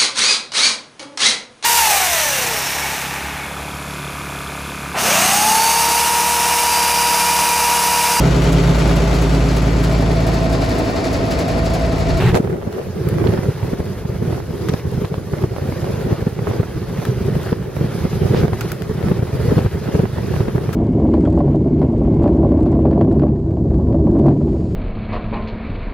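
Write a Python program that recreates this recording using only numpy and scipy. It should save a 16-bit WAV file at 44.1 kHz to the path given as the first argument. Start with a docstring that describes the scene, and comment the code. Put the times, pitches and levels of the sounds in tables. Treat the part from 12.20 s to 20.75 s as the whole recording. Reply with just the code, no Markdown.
"""An off-road vehicle drives fast along a corrugated gravel track. At first the cabin booms and jangles;
within a third of a second a camera is lifted out of it and the air tears at it in passing. From then on
gusts swell and fall, eddies thump, flutter and snap on its two microphone ports, and the air hisses past.
Under the wind the tyres roar, the body drums on the ripples, and now and then something ticks or knocks.
Just after six seconds a tyre throws up a spray of gravel, and the wind buffets on to the end."""
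import sys
import numpy as np
from scipy import signal
from scipy.fft import rfft, irfft, next_fast_len
from scipy.io import wavfile
from scipy.ndimage import uniform_filter1d, map_coordinates

SR = 44100
rng = np.random.default_rng(int(sys.argv[2]) if len(sys.argv) > 2 else 0)


def persist_wave(psi):
    """Save psi, clipped to +-1, as 16-bit WAV."""
    counts = np.round(np.clip(psi, -1, 1) * 32767).astype(np.int16)
    wavfile.write(sys.argv[1], SR, np.atleast_2d(counts).T)


N = 377055

# Large eddies striking the camera. Each row: time in seconds, relative level in dB, pitch in Hz.
LARGE_EDDIES = [(0.064, -6, 109), (0.086, -6, 152), (0.132, 1.5, 124), (0.149, 0, 156), (0.203, 0, 175),
                (0.247, -4.5, 155), (0.329, -20, 220), (0.475, -3, 159), (0.771, -11, 130),
                (0.856, -12, 140), (0.873, -2, 123), (0.928, -4.5, 147), (1.021, -7, 124),
                (1.067, -0.5, 226), (1.091, 0.5, 114), (1.136, -9, 160), (1.191, -4, 157),
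                (1.291, 1.5, 118), (1.455, -7.5, 137), (1.489, -13, 124), (1.535, -2.5, 187),
                (1.6, -5.5, 142), (1.857, -5, 138), (1.898, -4.5, 120), (1.964, -5.5, 136),
                (2.026, -2.5, 155), (2.081, -3.5, 127), (2.108, -9, 165), (2.309, -3.5, 141),
                (2.497, -1, 137), (2.524, -7.5, 140), (2.542, -2, 145), (2.656, -6, 130), (2.724, -8, 140),
                (2.783, -8, 134), (2.821, -3, 146), (2.847, -4.5, 126), (2.924, -7.5, 141),
                (2.981, -6, 143), (3.137, -2.5, 136), (3.242, 1, 110), (3.44, -12, 140), (3.743, -7, 135),
                (3.911, -7, 160), (3.928, 1, 139), (4.026, -3.5, 135), (4.072, 0.5, 160),
                (4.193, -6.5, 148), (4.225, -6.5, 118), (4.311, -9, 150), (4.402, 3, 118),
                (4.578, -6, 122.5), (4.689, -10, 129), (4.73, -9, 141), (4.791, -7, 132), (4.922, -9, 138),
                (5.085, 0, 125), (5.166, -4, 149), (5.199, -9, 140), (5.27, -8, 150), (5.328, 0.5, 152),
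                (5.423, -18, 148), (5.486, -11, 138), (5.614, -1, 138), (5.631, -12, 160), (5.645, -3, 144),
                (5.673, -12, 150), (5.854, -1.5, 183), (6.034, -0.5, 148), (6.144, -16, 140),
                (6.233, 1, 128), (6.251, -4, 170), (6.331, -3.5, 105), (6.701, -4, 142), (6.715, -8, 190),
                (6.843, -3.5, 130), (6.918, 3, 159), (6.995, -3.5, 127), (7.03, 1.5, 130),
                (7.157, -11, 142), (7.286, -1, 121), (7.313, -2, 120), (7.325, 0.5, 201), (7.388, -3, 200),
                (7.451, -1.5, 136), (7.464, 1, 108), (7.552, -7, 163), (7.69, -6, 226), (7.752, 1.5, 133),
                (7.798, 2.5, 152), (7.839, -1.5, 175), (7.983, -5.5, 139), (8.008, -11, 140),
                (8.141, -9, 135), (8.208, -1.5, 141), (8.283, -4.5, 176), (8.356, 1, 140)]
# Modes of the cabin's loose fittings. Each row: frequency in Hz, bandwidth in Hz, relative level in dB.
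FITTING_MODES = [(900, 60, -4), (1860, 140, 3), (2330, 150, -6), (2680, 200, -2.5), (3430, 220, -13),
                 (3870, 200, -18)]


def amp(db):
    """Amplitude ratio of a level in decibels."""
    return 10 ** (np.asarray(db) / 20)


def unit(x):
    """Normalisation to an rms of 1."""
    return x / np.sqrt(np.mean(x ** 2) + 1e-20)


def pan(lean_db):
    """Level difference between channels: the left is louder by lean_db."""
    return amp([[lean_db / 2], [-lean_db / 2]])


def add(track, s, sound):
    """Superposition of a sound on a track from s seconds on."""
    start = max(round(s * SR), 0)
    part = track[..., start:start + sound.shape[-1]]
    part += sound[..., :part.shape[-1]]


def bell(offset, spread):
    """Gaussian pulse of height 1."""
    return np.exp(-.5 * (offset / spread) ** 2)


def along(points, hz):
    """Interpolation of (Hz, value) points on a logarithmic frequency axis."""
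    knots_hz, values = np.transpose(points)
    return np.interp(np.log(hz + 1), np.log(knots_hz + 1), values)


def curves(rows):
    """Linear interpolation in time: one envelope for each column after the first."""
    times, *columns = np.transpose(rows)
    return [np.interp(np.arange(N) / SR, times, column) for column in columns]


def wobble(rate):
    """Smooth random modulation: a spline through rate Gaussian knots a second."""
    knots = rng.standard_normal(4096)
    steps = np.arange(0, N, 12)
    return np.interp(np.arange(N), steps, map_coordinates(knots, [steps * rate / SR], mode="wrap"))


def lumpy(rate, reach=1.7):
    """Random modulation whose crests saturate softly."""
    swing = wobble(rate)
    return np.where(swing > 0, reach * np.tanh(swing / reach), swing)


def filtered(x, response):
    """Linear filtering: the spectrum is multiplied by a frequency response."""
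    size = next_fast_len(N + SR // 4)
    return irfft(rfft(x, size) * response(np.fft.rfftfreq(size, 1 / SR)), size)[..., :N]


def resonance(hz, centre_hz, width_hz):
    """Band-pass response of a damped oscillator."""
    return 1j * hz * width_hz / (centre_hz ** 2 - hz ** 2 + 1j * hz * width_hz)


def rush(spectrum, correlation):
    """Partly coherent stereo noise of rms 1, from (Hz, dB) and (Hz, left-right correlation) points."""
    def colour(hz):
        angle = np.arccos(np.clip(along(correlation, hz), -1, 1)) / 2
        return amp(along(spectrum, hz)) * [np.cos(angle), np.sin(angle)]
    mid, side = filtered(rng.standard_normal((2, N)), colour)
    return unit(np.array([mid + side, mid - side]))


def patchy(x, depth_db, size):
    """Spectral modulation: random gain in patches of size (bands, frames) keeps the colour shifting."""
    spectra = signal.stft(x, nperseg=1024)[2]
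    field = rng.standard_normal(spectra.shape[1:])
    field = uniform_filter1d(uniform_filter1d(field, size[0], 0), size[1], 1)
    return unit(signal.istft(spectra * amp(depth_db * unit(field)), nperseg=1024)[1][:, :N])


def wandering(spectrum, correlation, rate=6, shift=0.055):
    """An equal-power crossfade between a lowered and a raised spectrum makes the colour glide."""
    low, high = (rush([(hz * (1 + side * shift), db) for hz, db in spectrum], correlation)
                 for side in (-1, 1))
    share = (1 + np.tanh(2 * wobble(rate))) / 2
    return np.sqrt(1 - share) * low + np.sqrt(share) * high


def road(flow_db, lull_db, ripple_rate=32, left_lead_s=.00004):
    """Forced vibration: ripples shake the wheels, so the body drums and the tyres surge; air hisses by."""
    # The steady rush between gusts. Each row: time in seconds, tyre roar in dB, air hiss in dB.
    steady_levels = [(0, -32, -47), (.35, -56, -57.5), (.55, -43.5, -49), (1.4, -39, -45),
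                     (1.8, -41.5, -47.5), (3.0, -43.5, -48.5), (4.5, -40, -47.5), (5.45, -42, -49),
                     (5.9, -40, -47.5), (8.55, -41, -48.5)]
    # Noise spectra. Each row: frequency in Hz, relative density in dB.
    tyre_spectrum = [(150, -2), (480, 3.5), (700, 7.5), (1000, 5), (1800, 2.5), (2600, -3.5), (4000, -7.5),
                     (6000, -15.5), (9000, -59)]
    body_spectrum = [(20, -31), (60, 3.5), (115, 2.5), (170, -2), (280, -10), (370, -12.5), (480, -5),
                     (620, -18.5), (1200, -41)]
    hiss_spectrum = [(1000, -7), (3000, 2), (4800, 9), (6300, 6.5), (8200, -2), (10000, 5), (11800, 5.5),
                     (14000, -3), (15800, -10)]
    # Likeness at the two ports. Each row: frequency in Hz, left-right correlation.
    road_correlation = [(150, 1), (400, 0.81), (1000, 0.88), (1800, 1), (3000, 1), (6000, 0.2)]
    hiss_correlation = [(3000, 1), (5500, -0.38), (11000, -0.24), (14000, 0.27)]
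    roar_db, hiss_db = curves(steady_levels)
    ripples = wobble(ripple_rate)
    surge = amp(roar_db + flow_db + ripples + 1.25 * wobble(300))
    tyres = surge * patchy(rush(tyre_spectrum, road_correlation), depth_db=2.0, size=(5, 4))
    body = amp(-32 + lull_db + 3 * ripples) * rush(body_spectrum, road_correlation)
    hiss_gain = amp(hiss_db + flow_db + 1.3 * wobble(55))
    hiss = hiss_gain * patchy(rush(hiss_spectrum, hiss_correlation), depth_db=2.2, size=(9, 4))
    # the vehicle's noise reaches the left port a moment before the right
    lead = lambda hz: np.exp(np.pi * 1j * hz * left_lead_s * np.array([[1], [-1]]))
    return filtered(tyres * pan(-0.8) + body * pan(-0.038), lead) + hiss * pan(0.72)


def gravel(centre_s=6.18, spread_s=0.024, level_db=-32.5):
    """Incoherent impacts: many small stones thrown up by a tyre merge into a short, bright rush."""
    # Each row: frequency in Hz, relative density in dB.
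    grit_spectrum = [(700, -15), (1600, 4), (3000, 2), (5200, -2), (7500, -17), (14000, -20)]
    swell = amp(level_db) * bell(np.arange(N) / SR - centre_s, spread_s)
    return swell * unit(amp(3.1 * lumpy(760)) * rush(grit_spectrum, [(3000, 0.5)]))


def ticks(attack_s=0.00039, tail_t60=0.14):
    """Impact transients: grit and loose fittings click with a fast exponential decay and a faint tail."""
    # Each row: start in seconds, level in dB, 60 dB decay time in seconds, left-right difference in dB,
    # relative brightness in dB.
    contacts = [(0.145, -23, 0.02, -7, -1), (0.152, -21, 0.02, -11, 1), (.166, -45, 0.026, -4, 17),
                (0.171, -49, 0.022, -8, 6.5), (0.527, -30.5, 0.0089, 0, 8), (0.887, -33, 0.022, 4, 20.5),
                (2.486, -25.5, 0.024, 2, 9), (2.714, -37, .008, 0, 17), (4.852, -18, 0.0073, 2, 9),
                (5.232, -31, .012, 0, 11), (6.409, -17, 0.011, -4, 7.5), (6.413, -26, 0.015, 2, -14),
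                (6.5183, -16.5, 0.0079, 1, 13), (6.5212, -41, .01, -2, 0), (6.621, -22, 0.0073, 3, 6),
                (8.528, -33, 0.18, 4, 10)]
    # The click and its treble glint. Each row: frequency in Hz, relative density in dB.
    click_spectrum = [(400, -17), (1300, 22), (2600, 10.5), (5000, 6), (8000, 3), (15000, -56)]
    glint_spectrum = [(3000, 2), (7000, -6), (10000, 5), (12500, 7), (15800, 0)]
    t = np.arange(SR // 8) / SR
    cracks, glints = np.zeros((2, 2, N))
    for s, db, t60, lean_db, bright_db in contacts:
        decay = amp(1 - 60 * t / t60) + amp(-21 - 60 * t / tail_t60)
        strike = amp(db) * pan(lean_db) * decay * (1 - np.exp(-t / attack_s))
        add(cracks, s, amp(1) * strike)
        add(glints, s, amp(bright_db - 14.5) * strike)
    clicks = cracks * rush(click_spectrum, [(1500, 0.83), (8000, 0.17)])
    return clicks + glints * rush(glint_spectrum, [(10000, 0.11)])


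def knocks(crack_t60=0.004, clatter_t60=0.054, ring_t60=0.022, attack_s=0.00057, detune=0.043):
    """Impact excitation: on hard jolts the fittings crack, rebound and ring in slightly detuned modes."""
    # Each row: start in seconds, level in dB, upper band edge in Hz, left-right difference in dB.
    jolts = [(0.1434, -18, 5000, 2), (1.0712, -15.5, 4450, -8), (2.4866, -22, 9000, 5),
             (2.49, -17.5, 6460, 0), (2.536, -21, 5800, 2), (2.848, -25.5, 6500, -1),
             (2.943, -28, 4000, -3), (7.387, -25, 2800, 1), (8.282, -23, 3180, 7), (8.3568, -29, 2000, 1)]
    t, track = np.arange(SR // 20) / SR, np.zeros((2, N))
    mode_hz, _, mode_db = np.transpose(FITTING_MODES)
    for s, db, top_hz, lean_db in jolts:
        band = signal.butter(4, [900, top_hz], "bandpass", fs=SR, output="sos")
        mid, side = signal.sosfilt(band, rng.standard_normal((2, len(t))))
        crack = unit(np.array([mid + side / 2, mid - side / 2])) * amp(-60 * t / crack_t60)
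        rebounds = np.exp(rng.standard_normal((2, len(t) // 40 + 1))).repeat(40, axis=1)[:, :len(t)]
        clatter = unit(signal.sosfilt(band, rebounds * rng.standard_normal((2, len(t)))))
        clatter *= amp(-12 - 60 * t / clatter_t60)
        pitches = mode_hz * np.exp(detune * rng.standard_normal(len(mode_hz)))
        ring = amp(mode_db) @ np.sin(2 * np.pi * np.outer(pitches, t)) * amp(-13 - 60 * t / ring_t60)
        add(track, s, amp(db) * pan(lean_db) * (crack + clatter + ring) * (1 - np.exp(-t / attack_s)))
    return track


def cabin():
    """Resonance: the shaking cabin booms and jangles, until air tears at the camera on its way out."""
    # Crossing the edge of the opening. Each row: time in seconds, cabin din in dB, edge rush in dB.
    exit_levels = [(0, -13.5, -60), (.09, -11, -58), (.135, -24, -29), (.148, -15, -15.5), (.175, -18, -11),
                   (.2, -41, -34), (.3, -90, -94)]
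    # Noise spectra. Each row: frequency in Hz, relative density in dB.
    din_spectrum = [(20, -6), (70, -1.5), (160, 3), (290, -22), (380, -2), (560, -23), (900, -19.5),
                    (1300, -26), (2000, -25.5), (4000, -35), (5500, -41), (15000, -52)]
    edge_spectrum = [(100, -1), (400, 20.5), (680, 17), (1000, 5), (3000, -10.5), (6000, -15), (12000, -16),
                     (16000, -42)]
    din_db, edge_db = curves(exit_levels)
    din_gain = amp(din_db + 0.95 * wobble(147))
    din = din_gain * rush(din_spectrum, [(30, 0), (100, 0.95), (1000, 1.0), (5000, 0.25)])
    chatter = amp(4 * lumpy(195)) * rush([(400, -20), (900, 0), (4000, 8), (7000, -27)], [(2000, 0.9)])
    modes = lambda hz: sum(amp(db) * resonance(hz, centre, width) for centre, width, db in FITTING_MODES)
    jangle = amp(din_db - 21.5) * unit(filtered(chatter, modes))
    edge_gain = amp(edge_db + 2.4 * wobble(304.6))
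    edge = edge_gain * rush(edge_spectrum, [(300, 0.3), (1200, -0.4), (5000, -.3)])
    return din + jangle + edge


def gusts(peakiness=0.75):
    """Unsteady flow: airflow, buffeting and flutter, in dB over calm air, swell and fall with each gust."""
    # Each row: crest time, build time and fall time in seconds, then airflow, buffeting and flutter in dB.
    crests = [(.28, 0.076, 0.22, 5, 2, 16.5), (.59, 0.13, 0.094, 1, -12, 16),
              (1.07, 0.32, 0.26, 3, 7, 19.5), (1.55, 0.23, 0.15, 0.5, 3, 7.5),
              (2.15, 0.13, 0.083, 3.5, 6.5, 12), (2.51, 0.17, 0.11, 4.5, -1, 8),
              (2.81, 0.18, 0.078, 2.5, 5, 0), (3.22, 0.1, 0.054, 3.5, 3, 8.5), (3.64, 0.33, 0.42, 5, 4, 12),
              (3.9, 0.093, 0.24, 1, 3, 3), (4.328, 0.11, 0.084, 3.5, 3, 15),
              (4.88, 0.12, 0.037, 1.5, -1.5, 9), (5.12, 0.59, 0.19, 3.5, 6, 2.5),
              (5.31, 0.13, 0.024, 5, -0.5, 4), (5.8, 0.28, 0.21, 5, 6, 6.5),
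              (6.19, 0.31, 0.11, 5.5, 10.5, 18), (6.48, 0.16, 0.052, 5.5, 4, 1),
              (6.89, 0.2, 0.12, 3.5, 9.5, 10), (7.35, 0.33, 0.135, 6, 9, 12.5),
              (7.75, 0.19, 0.16, 4, 4.5, 10.5), (8.17, 0.28, 0.077, 4.5, 5, 8.5),
              (8.41, 0.26, 0.32, 1, 8, 7)]
    t, swell_db = np.arange(N) / SR, np.zeros((3, N))
    for s, build_s, fall_s, *crest_db in crests:
        inside = (t > s - build_s) & (t < s + fall_s)
        age = t[inside] - s
        arch = np.cos(np.pi / 2 * age / np.where(age < 0, build_s, fall_s))
        swell_db[:, inside] += np.outer(crest_db, arch ** peakiness)
    return swell_db


def lulls():
    """Amplitude modulation in dB: the rumble dips briefly and, rarely, lifts."""
    # Each row: centre in seconds, spread in seconds, level change in dB.
    dips = [(0.41, 0.017, -5.5), (0.6, 0.09, -1.5), (0.895, 0.012, -3.5), (0.968, 0.01, -2),
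            (1.215, 0.011, -8), (1.34, 0.03, -4.5), (1.575, 0.012, -4.5), (1.74, 0.025, 0.5),
            (1.88, 0.0091, -10), (1.985, 0.013, -1), (2.6, 0.028, -5.5), (2.89, 0.016, -8),
            (3.06, 0.053, -2), (3.545, 0.012, -5), (3.97, 0.015, -7), (4.535, 0.0099, -5),
            (4.66, 0.0096, -10), (4.755, 0.014, -4), (5.705, 0.016, -4), (5.88, 0.012, -5),
            (6.36, 0.012, -2), (6.77, 0.02, -3), (7.12, 0.012, -5), (7.41, 0.0087, 3), (7.5, 0.023, -6),
            (7.61, 0.0086, -7), (7.72, 0.0087, -10), (8.33, 0.012, -6)]
    t = np.arange(N) / SR
    return sum(db * bell(t - s, spread_s) for s, spread_s, db in dips)


def eddy_air():
    """Turbulence in dB: the air is rough just before each large eddy and slackens in its wake."""
    # Each row: delay after the eddy in seconds, spread in seconds, turbulence in dB.
    front_and_wake = [(-.012, 0.016, 2.5), (0.042, 0.011, -0.5)]
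    t = np.arange(0, N / SR, .002)
    age = t[:, None] - np.transpose(LARGE_EDDIES)[0]
    stir_db = sum(db * bell(age - delay_s, spread_s).max(axis=1)
                  for delay_s, spread_s, db in front_and_wake)
    return np.interp(np.arange(N) / SR, t, stir_db)


def howl(turbulence_db, lull_db, centre_hz=490, width_hz=90, wander_hz=45):
    """Flow-excited resonance: a hollow, fuzzy note wanders between two pitches as the air shifts."""
    howl_db = -39 + 0.6 * turbulence_db + lull_db / 2
    air = rush([(200, 10.0), (500, -5.5), (1200, -15.0)], [(500, 0.43)])
    low, high = (unit(filtered(air, lambda hz: resonance(hz, centre_hz + side * wander_hz, width_hz)))
                 for side in (-1, 1))
    share = (1 + np.tanh(2 * wobble(7))) / 2
    waver = amp(2.5 * wobble(40))
    return amp(howl_db) * waver * unit((1 - share) * low + share * high) * pan(0.93)


def stray_snaps(turbulence_db, per_second=8.5, calm_db=-26.5, growth=0.49, spread_db=0.5):
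    """A random point process: rows of weak snaps for snaps(), stronger in turbulent air."""
    draws = rng.random((200, 3))[:int(per_second * N / SR)]
    rows = []
    for when, weakness, lean in draws:
        db = calm_db + growth * turbulence_db[int(when * N)] - spread_db * (2 * weakness - 1)
        rows.append((when * N / SR, db, -6 * lean, -17))
    return rows


def snaps(turbulence_db, swing_hz=600, jump_t60=0.0041, burst_t60=0.041, rise_s=0.003, crack_t60=0.01):
    """Pressure transients: a small eddy breaks on the rim of the ports in a steep jump and a dry crackle."""
    # Each row: time in seconds, level in dB, left-right difference in dB, relative crack level in dB.
    sharpest = [(0.022, -9.5, -3, -24), (0.144, -7, -10, -12), (0.246, -20, 3, -13), (0.274, -17, -8, -22),
                (0.984, -13.5, -3, -12), (1.04, -14, -12, -22), (1.068, -14, -6, -22),
                (1.137, -15, -14, -15), (1.175, -13.5, -11, -18), (1.232, -17, -10, -20),
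                (1.255, -17, -2, -25), (1.429, -21, -12, -18), (1.538, -21, 0, -20), (1.602, -12, 5, -20),
                (2.106, -26, -2, -20), (2.125, -22, -4, -13), (2.179, -17.5, -4, -17),
                (2.201, -18, -10, -22), (2.539, -10, 2, -20), (2.847, -14, -1, -15),
                (2.941, -13.5, -6, -15), (3.134, -18, -11, -28), (3.183, -18.5, -12, -13),
                (3.224, -26, -3, -3), (3.238, -15, -10, -17), (3.363, -13, -3, -25), (3.383, -17, -16, -17),
                (3.523, -14, -1, -22), (3.643, -14.5, -11, -18), (3.928, -15, 2, -17), (4.19, -17, -5, -13),
                (4.27, -14.5, -10, -28), (4.312, -14, -7, -20), (4.335, -14.5, -1, -16),
                (4.431, -13.5, -10, -26), (4.825, -21, -14, -20), (5.153, -16, 3, -16),
                (5.26, -18, -4, -20), (5.328, -12, 2, -10), (5.566, -17, -12, -16),
                (6.066, -13.5, -10, -27), (6.145, -9.5, -10, -21), (6.233, -12, 7, -26),
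                (6.253, -13, -3, -22), (6.28, -16, -17, -17), (6.332, -8, 10, -17), (6.827, -17.5, 11, -11),
                (6.884, -16, -13, -11), (6.916, -15.5, -2, -15), (7.381, -11, 2, -23), (7.461, -14, 0, -15),
                (7.658, -17, -6, -24), (7.679, -21, -10, -20), (7.751, -15, 9, -13), (7.792, -16, 5, -13),
                (7.854, -17, -18, -26), (7.983, -19, -16, -30), (8.139, -15, 8, -22),
                (8.163, -14.5, -12, -17), (8.205, -12.5, -1.5, -18), (8.281, -16, 9, -22),
                (8.296, -18, 2, -20), (8.356, -20, 4, -22), (8.38, -10.5, 4, -20), (8.491, -13, -3, -21)]
    # Each row: frequency in Hz, relative density in dB.
    crack_spectrum = [(700, 4), (2000, 8.5), (4000, -4), (7000, -20), (11000, -29)]
    t = np.arange(SR // 20) / SR
    jumps, bursts, cracks = np.zeros((3, 2, N))
    pitches = swing_hz * np.exp(.15 * rng.standard_normal(256))
    for (s, db, lean_db, crack_db), hz in zip(sharpest + stray_snaps(turbulence_db), pitches):
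        gain = amp(db) * pan(lean_db)
        add(jumps, s + 0.000888, gain * amp(-60 * t / jump_t60) * np.sin(2 * np.pi * hz * t))
        add(bursts, s - 0.0015, gain * amp(-60 * t / burst_t60) * (1 - np.exp(-t / rise_s)))
        add(cracks, s + 0.0008, gain * amp(crack_db - 60 * t / crack_t60))
    crackle = rush([(200, 10), (600, 3), (1200, -2.5), (2000, -8.5), (3500, -35), (7000, -52),
                    (12000, -62)], [(500, 0.053), (2000, 0.051)])
    # the jump is a push of air, so its edge is rounded
    push = amp(6) * filtered(jumps, lambda hz: 1 / (1 + 1j * hz / 3500) ** 2)
    return push + amp(-5) * bursts * crackle + cracks * rush(crack_spectrum, [(2000, 0.28)])


def eddies(spread_cycles=0.42, skew_rad=0.2, rasp_s=0.0064, rasp_db=-18, rasp_db_per_octave=7):
    """Convected vortices: each is one pressure swing, shifted in phase between ports, with a rasping core."""
    half_s = .03
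    t = np.arange(-half_s, half_s, 1 / SR)
    swings, cores = np.zeros((2, N)), np.zeros(N)
    draws = rng.uniform(-0.8, 1, (len(LARGE_EDDIES), 3))
    for (s, db, hz), (phase, offset, glide) in zip(LARGE_EDDIES, draws):
        cycles = t * hz
        angle = 2 * np.pi * (cycles + 0.087 * glide * cycles ** 2) + np.pi * phase
        swing = bell(cycles, spread_cycles) * np.sin(angle + skew_rad * offset * np.array([[1], [-1]]))
        add(swings, s - half_s, amp(db - 5.5) * swing)
        core_db = db + rasp_db + rasp_db_per_octave * np.log2(hz / 150)  # tighter eddies rasp more
        add(cores, s - half_s, amp(core_db) * bell(t, rasp_s))
    rasp = rush([(150, 3), (280, 8.5), (420, 17), (700, -5.5), (1500, -10.5), (3000, -28), (8000, -40)],
                [(400, 0.55), (1500, 0.12)])
    return swings * pan(-0.69) + cores * rasp


def slipstream(buffeting_db, fluttering_db):
    """Turbulent pressure: broad lumps of air press on both ports, small ones flutter at each port alone."""
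    # Pressure spectra. Each row: frequency in Hz, relative density in dB.
    buffet_spectrum = [(15, -26), (30, -34), (50, -17), (80, -4), (120, -1), (180, -6), (280, -18.5),
                       (400, -13.5), (600, -36), (1500, -50), (4000, -68)]
    flutter_spectrum = [(40, -18), (120, -39), (200, -11.5), (290, -19), (350, -2), (405, 1.5),
                        (500, -13.5), (700, -17.5), (1200, -33), (2500, -35.5), (6000, -62)]
    spatter_spectrum = [(350, -26), (750, -1), (1500, -7), (3000, -25), (6000, -45), (10000, -51)]
    # the level in calm air plus a share of each dB of gust
    buffet_db = -26.5 + 0.94 * buffeting_db
    flutter_db = -35.5 + 0.66 * fluttering_db
    broad_lumps = lumpy(70)
    port_lumps = np.array([lumpy(130), lumpy(130)])
    rumble = rush(buffet_spectrum, [(60, 0.86), (150, 0.93), (400, 1.0)])
    buffet = amp(buffet_db) * unit(amp(4.7 * broad_lumps) * rumble)
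    flicker = amp(2 * broad_lumps + 2.5 * port_lumps)
    air = wandering(flutter_spectrum, [(150, 1.0), (400, 0.32), (1200, -0.1)])
    flutter = amp(flutter_db) * unit(flicker * patchy(air, depth_db=3.5, size=(3, 5)))
    # the stronger the flutter, the more it spatters in very short bursts
    bursts = amp(2.4 * port_lumps + 5.5 * lumpy(420))
    spatter = amp(flutter_db - 16) * unit(bursts * rush(spatter_spectrum, [(1000, 0)]))
    return buffet * pan(-2.1) + flutter * pan(0.62) + spatter * pan(-3.5)


def scene():
    """Superposition: wind in front, the vehicle behind it, their noise modulated by the same gusts."""
    flow_db, buffeting_db, fluttering_db = gusts()
    lull_db = lulls()
    stir_db = eddy_air() + lull_db
    wind = slipstream(buffeting_db + stir_db, fluttering_db + stir_db)
    wind += howl(fluttering_db, lull_db) + eddies() + snaps(fluttering_db)
    return wind + road(flow_db, lull_db) + gravel() + cabin() + knocks() + ticks()


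def record(dry, ceiling=.85, hardness=6, low_cut_hz=30, top_hz=15830):
    """Saturation and band limiting: the camera rounds off peaks, thins deep bass and cuts the top treble."""
    held = dry / (1 + np.abs(dry / ceiling) ** hardness) ** (1 / hardness)
    return filtered(held, lambda hz: hz / np.hypot(hz, low_cut_hz) * (hz < top_hz))


dry = scene()
out = record(dry)
persist_wave(out)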